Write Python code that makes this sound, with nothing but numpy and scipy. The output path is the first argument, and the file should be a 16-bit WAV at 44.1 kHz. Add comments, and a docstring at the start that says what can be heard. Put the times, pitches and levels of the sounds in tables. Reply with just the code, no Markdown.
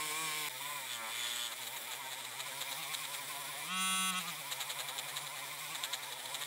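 """Rotary tool buffing a thin metal shell.

Shaft orders whine at a speed that sags under each stroke of the hand; bearings and felt
hiss in the housing. The out-of-round felt wheel knocks the shell once a turn and catches
on ridges. Lifted clear, the motor sings clean. Faint mains hum and room noise lie below."""
import sys
import numpy as np
from scipy import signal
from scipy.io import wavfile
from scipy.ndimage import uniform_filter1d

SR = 44100
rng = np.random.default_rng(int(sys.argv[2]) if len(sys.argv) > 2 else 0)


def wav_out(sig):
    """Save sig, one row per channel (or a flat mono array), as 16-bit PCM at SR to the path in sys.argv[1]."""
    wavfile.write(sys.argv[1], SR, np.round(np.clip(np.atleast_2d(sig).T, -1, 1) * 32767).astype(np.int16))


N = 284886
T = np.arange(N) / SR

LIGHT_UNTIL_S, TOUCH_S = 0.488, 4.08  # the opening scene ends; the lifted wheel starts to touch down
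REFERENCE_HZ = 192  # reference speed in Hz for the imbalance level and the treble gap's timing


def shaft_speed():
    """Shaft speed in Hz and whine level in dB; both sag under each stroke of the hand."""
    # Wheel held still on the work. Each row: time in seconds, shaft speed in Hz, whine in dB.
    held = [(0.0, 152, -48), (0.036, 154.5, -49.5), (0.112, 150.8, -49), (0.194, 159.9, -47.5),
            (0.242, 159.8, -47.5), (0.324, 151.7, -48.5), (0.402, 153.6, -49.5), (0.48, 145.3, -50),
            (0.5, 127.3, -51), (0.57, 127.7, -53), (0.588, 130.2, -71), (0.61, 138.7, -39),
            (0.638, 139.5, -57), (0.662, 145.6, -40), (0.684, 144.4, -52), (0.7, 146.6, -43),
            (0.73, 147.6, -45), (0.744, 143.5, -49), (0.76, 143.4, -40), (0.78, 142, -45),
            (0.81, 132.8, -53), (0.852, 130.5, -49), (0.928, 120, -72), (1.048, 111.9, -50),
            (1.08, 110.8, -67), (1.164, 119.7, -56), (1.47, 119.1, -78)]
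    # Lifted, spun up, set down in two touches. Each row: time in seconds, speed in Hz, whine in dB.
    lifted = [(3.63, 141.1, -44), (3.691, 176, -59), (3.728, 185.3, -59), (3.761, 186.1, -50),
              (3.826, 187.6, -50), (4.1, 187.5, -50), (4.135, 181, -52), (4.185, 184.7, -39),
              (4.235, 164.5, -53), (4.284, 174, -39)]
    # Each row: start in seconds, slowest speed in Hz, fastest in Hz, whine at the fastest in dB,
    # share of the stroke before the fastest point.
    strokes = [(1.507, 112.5, 131, -49, 0.5), (1.67, 115.2, 134.9, -47.5, 0.56),
               (1.816, 110.8, 129.7, -49.5, 0.61), (1.941, 121, 140.3, -47.5, 0.54),
               (2.051, 130.2, 133.5, -48, 0.47), (2.145, 126.6, 135.3, -50, 0.58),
               (2.24, 112.4, 128.2, -49, 0.43), (2.335, 112.4, 138, -46.5, 0.55),
               (2.429, 128.9, 146.1, -45.5, 0.38), (2.519, 130.6, 141.3, -46, 0.59),
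               (2.634, 125.4, 140, -47, 0.43), (2.739, 132.7, 163.8, -41, 0.6),
               (2.854, 135.7, 156.6, -44, 0.68), (2.958, 133.6, 153.8, -46, 0.57),
               (3.068, 133, 145.1, -47.5, 0.64), (3.158, 134.9, 143.5, -47.5, 0.51),
               (3.253, 132.3, 151, -44.5, 0.4), (3.357, 139.1, 145.4, -47, 0.57),
               (3.442, 134.8, 149, -45.5, 0.59), (3.537, 136.5, 146.3, -48, 0.51),
               (4.355, 145.2, 158.8, -47.5, 0.42), (4.44, 136, 143.8, -48.5, 0.51),
               (4.54, 128.3, 136, -48.5, 0.48), (4.629, 127.6, 145.6, -47.5, 0.59),
               (4.724, 125.2, 145.2, -46, 0.62), (4.809, 124.2, 143.8, -46.5, 0.51),
               (4.909, 128.8, 139.4, -47.5, 0.53), (4.999, 127.5, 144.9, -46, 0.54),
               (5.099, 119.9, 148.4, -44, 0.52), (5.187, 128.1, 149.2, -47.5, 0.5),
               (5.293, 132.9, 149.8, -46.5, 0.45), (5.388, 131.4, 143.5, -46.5, 0.68),
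               (5.468, 132, 150, -45.5, 0.56), (5.577, 137.4, 154, -47, 0.45),
               (5.682, 143.5, 161.4, -44, 0.5), (5.772, 133.5, 147.9, -46.5, 0.54),
               (5.862, 129.6, 141.4, -46.5, 0.62), (5.96, 127.8, 144.7, -47.5, 0.61),
               (6.045, 125.9, 140.1, -47, 0.51), (6.125, 119.1, 134, -48.5, 0.57),
               (6.2, 118.5, 133.4, -48.5, 0.72), (6.284, 124.7, 141.2, -45, 0.61),
               (6.366, 131.4, 144.3, -47.5, 0.52)]
    last_stroke_s, sag_db_per_hz, whine_lead_s = 0.1004, 0.42, 0.0047
    start_s, slow_hz, fast_hz, eased_db, share = np.transpose(strokes)
    length_s = np.diff(start_s, append=np.inf)
    length_s[length_s > 2 * last_stroke_s] = last_stroke_s
    pressed = np.transpose([start_s, slow_hz, eased_db - sag_db_per_hz * (fast_hz - slow_hz)])
    eased = np.transpose([start_s + share * length_s, fast_hz, eased_db])
    knot_s, *columns = np.array(sorted([*held, *lifted, *pressed, *eased], key=lambda row: row[0])).T
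    knots = np.arange(len(knot_s))
    place = np.interp(T, knot_s, knots)
    stroking = (T > held[-1][0]) & (T < lifted[0][0]) | (T > lifted[5][0])
    place[stroking] -= np.sin(2 * np.pi * place[stroking]) / (2 * np.pi)  # hand slows at both ends
    hz, db = (uniform_filter1d(np.interp(place, knots, c), size=SR // 100) for c in columns)
    # The motor pulls hardest just before the shaft is back up to speed.
    return hz, np.where(stroking, np.interp(T + whine_lead_s, T, db), db)


def motor_whine(angle, shaft_hz, whine_db, free):
    """All shaft orders; the contact whine gives way to the free whine as the wheel lifts."""
    n = int(LIGHT_UNTIL_S * SR)
    contact = np.append(light_whine(angle[:n], whine_db[:n]), loaded_whine(angle[n:], whine_db[n:]))
    tones = (1 - free) * contact + imbalance(angle, shaft_hz, free)
    return np.sqrt(2) * (tones + stall_growl(angle) + free_whine(angle, free))


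def light_whine(angle, whine_db):
    """Wheel brushing lightly: many nearly steady orders."""
    # Each row: shaft order, relative level in dB.
    low_orders = [(1, -13), (2, -12), (3, -9), (4, -16), (5, -13.5), (6, -4), (7, 2.5), (8, -37), (9, -30),
                  (10, -10), (11, -8.5), (12, -11), (13, -6), (14, -13), (15, -1.5), (16, -11), (17, -23),
                  (18, -8), (19, -35), (20, -11), (21, -27), (22, -21), (23, -29), (24, -16), (25, -27),
                  (26, -45), (27, -24)]
    high_orders = [(k, -17 + 4.9 * rng.standard_normal()) for k in range(len(low_orders) + 1, 66)]
    return undb(whine_db) * overtones(low_orders + high_orders, angle, shake_rad=0.011, flicker_db=1.5)


def loaded_whine(angle, whine_db):
    """Under load the rotor-slot tone pulses through a housing resonance; other orders hold steadier."""
    # Each row: shaft order, relative level in dB.
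    orders = [(1, -13), (2, -17.5), (3, -19.5), (4, -10.5), (5, -9.5), (6, -8.5), (7, -3), (8, -10.5),
              (9, -41), (10, -10), (11, -25), (12, -11.5), (13, -9.5), (14, -10.5), (15, -8), (16, -11.5),
              (17, -8.5)]
    slots, peak_hz, width_hz, neighbour_db = 7, 937, 230, -16.5
    fall_hz_per_s, rise_hz_per_s, lag_s = 360, 730, 0.0065
    n = len(angle)
    other_orders = [row for row in orders if row[0] != slots]
    others = overtones(other_orders, angle, shake_rad=0.09, flicker_db=3, flicker_hz=45)
    shaft_hz = np.gradient(angle) * SR / (2 * np.pi)
    flutter = np.where(T[-n:] > 1.5, 0.8, 0.1)  # deeper once the hand strokes

    def resonance(k):
        return 1 / np.hypot(1, (k * shaft_hz - peak_hz) / width_hz)

    def tone(k):
        pulses = np.tanh(1.3 + flutter * walk(50, n))
        waver_rad = (0.3 + 0.5 * flutter) * walk(60, n)
        return resonance(k) * pulses * np.sin(k * angle + waver_rad)

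    # The slot tone fades while the speed changes fast.
    slew_hz_per_s = np.roll(np.gradient(shaft_hz) * SR, int(lag_s * SR))
    steady = 1 / (1 + (slew_hz_per_s / np.where(slew_hz_per_s < 0, fall_hz_per_s, rise_hz_per_s)) ** 2)
    slot_tone = tone(slots) + undb(neighbour_db) * resonance(slots - 1) * tone(slots - 1)
    others_db = uniform_filter1d(whine_db, size=SR // 6) - 4
    return undb(whine_db) * steady * slot_tone + undb(others_db) * others


def free_whine(angle, free):
    """Wheel off the work: clean orders far into the treble; the high ones lock in last."""
    # Each row: shaft order, relative level in dB.
    orders = [(1, -5), (2, -24), (3, -24), (4, -14), (5, -15), (6, -1), (7, 0), (8, -6), (9, -25),
              (10, -16), (11, -4), (12, -13), (13, -7), (14, -4), (15, -2), (16, -15), (17, -8), (18, -1),
              (19, -18), (20, -7), (21, -7), (22, -21), (23, -19), (24, -28), (25, -23), (26, -18),
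              (27, -24), (28, -23), (29, -22), (30, -20), (31, -19), (32, -14), (33, -8), (34, -20),
              (35, -17), (36, -28), (37, -13), (38, -13), (39, -10), (40, -12), (41, -23), (42, -19),
              (43, -16), (44, -11), (45, -11), (46, -18), (47, -14), (48, -10), (49, -7), (50, -9),
              (51, -2), (52, -4), (53, -13), (54, -13), (55, -14), (56, -20), (57, -21), (58, -13),
              (59, -12), (60, -13), (61, -27), (62, -29), (63, -25), (64, -28), (65, -25), (66, -17),
              (67, -29), (68, -21), (69, -24), (70, -20), (71, -20), (72, -25), (73, -19), (74, -27),
              (75, -24), (76, -28), (77, -25), (78, -26), (79, -26), (80, -26), (81, -25), (82, -26),
              (83, -15), (84, -34)]
    level_db, cage_hz, cage_above_order = -43.5, 115, 46
    gap_s, gap_length_s = 3.735, 0.013  # a dark gap climbs the treble during the lift
    gap_from_hz, gap_to_hz, gap_hz_per_s = 4934, 10800, 82000
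    on = free > 0
    t, lift, n = T[on], free[on], on.sum()
    dulling = np.interp(t, [TOUCH_S, TOUCH_S + 0.06], [1, 10])
    out = np.zeros(N)
    for k, db in orders[1:]:
        locked = lift ** (1 + dulling * (k / 20) ** 2)
        crossing_s = gap_s + (k * REFERENCE_HZ - gap_from_hz) / gap_hz_per_s
        gap = (gap_from_hz < k * REFERENCE_HZ < gap_to_hz) * np.exp(-((t - crossing_s) / gap_length_s) ** 2)
        bearing_beat = 1 + (k > cage_above_order) * 0.5 * np.cos(2 * np.pi * cage_hz * t + walk(20, n))
        flicker_db = 0.03 * min(k, 40) * walk(30, n)
        waver_rad = (0.0035 + 0.068 * (1 - lift)) * k * walk(60, n)
        gain = locked * (1 - gap) * bearing_beat * undb(level_db + db + flicker_db)
        out[on] += gain * np.sin(k * angle[on] + waver_rad + 7 * rng.random())
    return out


def imbalance(angle, shaft_hz, free):
    """First shaft order: stronger with speed and with the wheel lifted."""
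    db_per_octave, lifted_db = 30, 4.5
    level_db = -52.5 + db_per_octave * np.log2(shaft_hz / REFERENCE_HZ) + lifted_db * free
    return undb(level_db + 0.87 * walk(30) * (2 - free)) * np.sin(angle)


def stall_growl(angle):
    """Wheel pressed near to stalling: a dense stack of low orders."""
    # Each row: shaft order, relative level in dB.
    orders = [(1, -22), (2, -14.5), (3, -13.5), (4, -24), (5, -7), (6, -10), (7, -3), (8, -3), (9, -3.5),
              (10, -3.5), (11, -6), (12, -3.5), (13, -13), (14, -4), (15, -5), (16, -3.5), (17, -18),
              (18, -6.5), (19, -8), (20, -5), (21, -21), (22, -24)]
    # Each row: time in seconds, gain in dB.
    levels = [(.86, -59), (.92, -59), (.98, -55), (1.0, -53.5), (1.06, -51), (1.11, -55), (1.125, -60.5),
              (1.25, -56.5), (1.47, -57), (1.5, -57.5), (1.54, -55)]
    on = (T > levels[0][0]) & (T < levels[-1][0])
    growl = np.zeros(N)
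    growl[on] = overtones(orders, angle[on], shake_rad=0.015, flicker_db=1.5, flicker_hz=40)
    return undb(curve(levels)[0]) * growl


def shell_contact(angle):
    """The wheel's high spot knocks and scrapes the shell each turn; edge, ridges and panel ring."""
    # Steady rubbing on an edge. Each row: time in seconds, level in dB.
    edge_levels = [(0, -50), (.48, -45.5), (.5, -51.5), (.86, -53), (.9, -41), (.96, -40.5), (1.0, -53.5),
                   (1.08, -47), (1.11, -43), (1.125, -41.5), (1.25, -39), (1.36, -38.5), (1.47, -38.5),
                   (1.5, -52), (6.46, -53.5)]
    # Shell rubbed along its edge. Each row: centre in Hz, width in Hz, gain in dB.
    edge_modes = [(1950, 740, -3.5), (2330, 339, -14), (3200, 440, 3), (3445, 246, 7), (3760, 300, 1),
                  (4094, 470, -6.5), (6950, 300, 3), (8000, 760, -5.5), (9200, 900, -10),
                  (11840, 800, -10.5), (12600, 700, -15)]
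    # Shell caught on a ridge. Each row: centre in Hz, width in Hz, gain in dB.
    ridge_modes = [(3525, 690, 1), (3785, 530, 1.5), (5359, 1920, -8), (7130, 700, -0.5),
                   (7560, 1660, -4.5), (11140, 1100, -7), (11980, 1300, -7)]
    # Low thud of the broad panel. Each row: centre in Hz, width in Hz, gain in dB.
    panel_modes = [(1170.8, 1020, 0), (1696, 720, 0.5), (2145, 480, -5)]
    turns = angle / (2 * np.pi)
    turn = turns.astype(int)
    knocks = unit(np.diff(turn, prepend=0) * undb(rng.standard_normal(turn[-1] + 1))[turn])
    scrape = unit(rng.standard_normal(N) * np.exp(-(turns % 1) / 7.6) * undb(0.44 * walk(300)))
    rasp_gain, thud_gain = ridge_catches()
    blows = hard_knocks(ridge_modes)
    # Each edge mode comes and goes as the wheel wanders.
    rubbing = sum(undb(1.2 * walk(25)) * ring(1.1 * knocks + scrape, [mode]) for mode in edge_modes)
    edge = undb(curve(edge_levels)[0]) * unit(rubbing)
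    ridge = rasp_gain * unit(ring(0.59 * knocks + scrape, ridge_modes)) + ring(blows, ridge_modes)
    panel = thud_gain * unit(ring(0.7 * knocks + scrape, panel_modes))
    return edge + ridge + panel + undb(-18) * ring(blows, panel_modes)


def ridge_catches():
    """Rasp and thud envelopes: the wheel bites a ridge fast, holds and lets go slower."""
    # Each row: middle in seconds, rasp level in dB, length in seconds.
    catches = [(1.525, -43, 0.026), (1.625, -44, 0.036), (1.675, -41, 0.017), (1.77, -42, 0.017),
               (1.926, -43, 0.052), (2.129, -44, 0.041), (2.206, -49, .013), (2.249, -44.5, 0.02),
               (2.32, -54, 0.017), (2.403, -41, 0.031), (2.479, -51, 0.032), (2.618, -39.5, 0.031),
               (2.721, -40.5, 0.027), (2.833, -47.5, 0.035), (2.943, -38, 0.018), (3.046, -44, 0.033),
               (3.145, -41.5, 0.028), (3.343, -54, 0.061), (4.135, -46, .04), (4.202, -42.5, 0.036),
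               (4.289, -42.5, 0.042), (4.523, -37.5, 0.031), (4.614, -39.5, 0.041), (4.707, -39.5, .036),
               (4.802, -40.5, 0.035), (4.894, -43, 0.028), (4.991, -37.5, 0.018), (5.092, -43, 0.033),
               (5.174, -40, 0.038), (5.269, -44.5, 0.019), (5.376, -51, 0.061), (5.756, -41.5, 0.027),
               (5.845, -38.5, 0.032), (5.939, -38, 0.032), (6.039, -46.5, 0.028), (6.125, -43.5, 0.02),
               (6.199, -48, 0.019), (6.26, -44.5, 0.0088), (6.352, -41.5, 0.026), (6.42, -43, 0.031)]
    firm_rasp_db, firm_thud_db = -43.5, -48
    rasp, thud = np.zeros((2, N))
    for middle_s, db, length_s in catches:
        near = slice(int((middle_s - 0.06) * SR), int((middle_s + 0.06) * SR))
        spread_s = np.where(T[near] < middle_s, 0.3, 0.4) * length_s
        grip = np.exp(-0.5 * np.abs((T[near] - middle_s) / spread_s) ** 3)
        rasp[near] += undb(db) * grip
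        thud[near] += undb(firm_thud_db + 0.75 * (db - firm_rasp_db)) * grip
    return rasp, thud


def hard_knocks(modes):
    """The hardest single blows, softened by the felt and scaled by their peak through the modes."""
    # Each row: time in seconds, ringing peak in dB.
    knocks = [(2.4063, -26), (2.6143, -29), (2.9489, -22), (3.052, -26), (3.1476, -26), (4.5248, -23),
              (4.6074, -23.5), (4.6955, -28), (4.7039, -27), (4.788, -28.5), (4.8085, -27), (4.8862, -26),
              (4.9801, -24.5), (4.9879, -24), (4.9954, -26), (5.1682, -27), (5.7543, -27.5), (5.8371, -19),
              (5.9332, -21), (5.9405, -22), (6.2552, -31), (6.3444, -22), (6.3514, -24), (6.4233, -29),
              (6.4354, -27)]
    impulses = np.zeros(N)
    for time_s, db in knocks:
        impulses[int((time_s + 0.0006) * SR)] = undb(db)
    felt = np.hanning(8)
    return np.convolve(impulses, felt, "same") / np.abs(ring(np.pad(felt, 200), modes)).max()


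def housing_hiss(angle, whine_db, free):
    """Bearings, brushes and felt: noise that throbs once a turn and rings the housing."""
    # Each row: time in seconds, hiss gain in dB, wall ring gain in dB.
    levels = [(0, -47.5, -49), (.25, -46, -49), (.484, -46.5, -45.5), (.494, -51.5, -56), (.7, -46, -49),
              (.98, -52.5, -56), (1.16, -48.5, -46.5), (1.45, -51, -59), (1.8, -50, -54.5),
              (2.35, -50, -53), (2.9, -48, -53), (3.5, -50, -53.5), (3.7, -47.5, -48.5), (4.0, -44, -63),
              (4.32, -49, -51), (5.2, -50, -55), (5.77, -49, -52), (6.06, -51, -58), (6.46, -48.5, -56)]
    # Housing resonances. Each row: centre in Hz, width in Hz, gain in dB.
    housing_modes = [(594, 1360, -2), (1100, 1020, 2), (1820, 540, -8), (3504, 720, 6.5), (3720, 460, 7),
                     (7630, 1040, 5), (8140, 540, 9), (9390, 1170, -0.5), (10140, 1500, 3),
                     (10980, 1830, -3), (12430, 2460, -5.5), (15660, 11800, 0.5)]
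    # Housing wall resonances. Each row: centre in Hz, width in Hz, gain in dB.
    wall_modes = [(2120, 235, -0.5), (2330, 150, 2)]
    # Hiss band near 4.5-6.5 kHz. Each row: centre in Hz, width in Hz, gain in dB.
    band_modes = [(4585, 610, 7), (5140, 450, 7.5), (6030, 1400, 5)]
    # Each row: time in seconds, level of that band in dB.
    band_levels = [(0.0, -55), (0.3, -57), (0.45, -53.5), (1.06, -56), (1.28, -53), (1.71, -57),
                   (2.32, -55.5), (2.79, -50.5), (3.29, -53), (3.8, -53.5), (3.94, -63), (4.25, -50.5),
                   (4.79, -56), (5.78, -52.5), (6.19, -55.5), (6.46, -53)]
    hiss_db, wall_db = curve(levels)
    wall_db += 0.5 * (whine_db - uniform_filter1d(whine_db, size=SR // 6))  # rises as the wheel eases
    light = T < LIGHT_UNTIL_S
    air = rng.standard_normal(N) * (1 + 0.061 * np.cos(angle + walk(30))) * undb(0.81 * walk(60))
    grit = rng.standard_normal(N) * (1 + 0.5 * np.cos(angle + walk(30)))
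    grit *= undb(np.where(light, 0.4, 1.2) * walk(25))
    taps = unit(np.diff(angle // (2 * np.pi), prepend=0))  # loose bearing, once a turn
    air += np.where(light, 0.7, 0.25) * taps
    grit += np.where(light, 0.8, 0.6) * taps
    treble_cut_db = 2.5 * free * (T < TOUCH_S)
    housing = sum(undb(1.2 * walk(3.98) - treble_cut_db * (mode[0] > 7000)) * ring(air, [mode])
                  for mode in housing_modes)
    band = undb(curve(band_levels)[0]) * unit(ring(air, band_modes))
    wall = undb(wall_db - 6.63 * free) * unit(ring(grit, wall_modes))
    return band + undb(hiss_db + 4 - 6 * free) * unit(housing) + wall


def deepen_valleys(x):
    """Darkens the valleys between resonances."""
    # Each row: centre in Hz, width in Hz, share removed.
    valleys = [(1515, 200, 0.25), (6960, 310, 0.78), (9080, 260, 0.32)]
    for hz, width_hz, share in valleys:
        x = x - share * signal.lfilter(*signal.iirpeak(hz, hz / width_hz, fs=SR), x)
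    return x


def room_tone():
    """Mains hum and its octave over quiet hiss and rumble."""
    mains_hz, hum_db, octave_db, hiss_db, rumble_db = 60, -86, -77.5, -58, -82
    low_noise = signal.lfilter(*signal.butter(1, 500, fs=SR), rng.standard_normal((2, N)))
    floor = undb(hiss_db) * unit(np.diff(low_noise[0], prepend=0)) + undb(rumble_db) * unit(low_noise[1])
    hum = undb(hum_db + 0.8 * walk(20)) * np.sin(2 * np.pi * mains_hz * T)
    octave = undb(octave_db) * np.sin(4 * np.pi * mains_hz * T)
    return floor + np.sqrt(2) * (hum + octave)


def overtones(orders, angle, shake_rad, flicker_db, flicker_hz=25):
    """Shaft orders above the first; the angle shakes and the weaker orders flicker most."""
    shaken = angle + shake_rad * walk(45, len(angle))
    top_db = max(db for _, db in orders)
    out = 0
    for k, db in orders[1:]:
        drift_db = flicker_db * min(1, 0.91 + (top_db - db) / 8) * walk(flicker_hz, len(angle))
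        out += undb(db + drift_db) * np.sin(k * shaken + 7 * rng.random())
    return out


def ring(x, modes):
    """Parallel resonances, each applied twice for dark valleys."""
    out = 0
    for hz, width_hz, db in modes:
        b, a = signal.iirpeak(hz, hz / width_hz / 1.036, fs=SR)
        out += undb(db) * signal.lfilter(b, a, signal.lfilter(b, a, x))
    return out


def walk(rate_hz, count=N):
    """Slow random drift, spread near 1."""
    place = T[:count] * rate_hz
    knots = int(place[-1]) + 2
    return 1.53 * np.interp(place, np.arange(knots), rng.standard_normal(knots))


def curve(rows):
    """Table columns interpolated over time."""
    time_s, *columns = np.transpose(rows)
    return [np.interp(T, time_s, c) for c in columns]


def undb(db):
    return 10 ** (np.asarray(db) / 20)


def unit(x):
    return x / np.sqrt(np.mean(x ** 2))


def scene():
    """One shaft drives whine, hiss and knocks; both channels are the same."""
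    # Each row: time in seconds, share of the wheel off the work (0-1).
    lift = [(3.66, 0.07), (3.71, 0.75), (3.79, 0.98), (3.82, 1), (4.03, 0.99), (4.105, 1), (4.128, 0.72),
            (4.15, 0.97), (4.19, 1), (4.22, 0.06), (4.262, 0.05), (4.275, 0.7), (4.297, 0.64), (4.32, 0.05)]
    dip_s, dip_length_s = 0.491, 0.0028  # the whole sound drops out for a few milliseconds
    free = curve(lift)[0]
    shaft_hz, whine_db = shaft_speed()
    angle = 2 * np.pi * np.cumsum(shaft_hz) / SR
    whine = motor_whine(angle, shaft_hz, whine_db, free)
    friction = deepen_valleys(housing_hiss(angle, whine_db, free) + shell_contact(angle))
    dip = 1 - np.exp(-0.5 * ((T - dip_s) / dip_length_s) ** 4)
    mono = (whine + friction + room_tone()) * dip
    return np.array([mono, mono])


def record(dry):
    """Steep low-pass on the top treble."""
    cutoff_hz = 15720
    return signal.sosfilt(signal.ellip(14, 0.2, 90, cutoff_hz, fs=SR, output="sos"), dry)


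dry = scene()
out = record(dry)
wav_out(out)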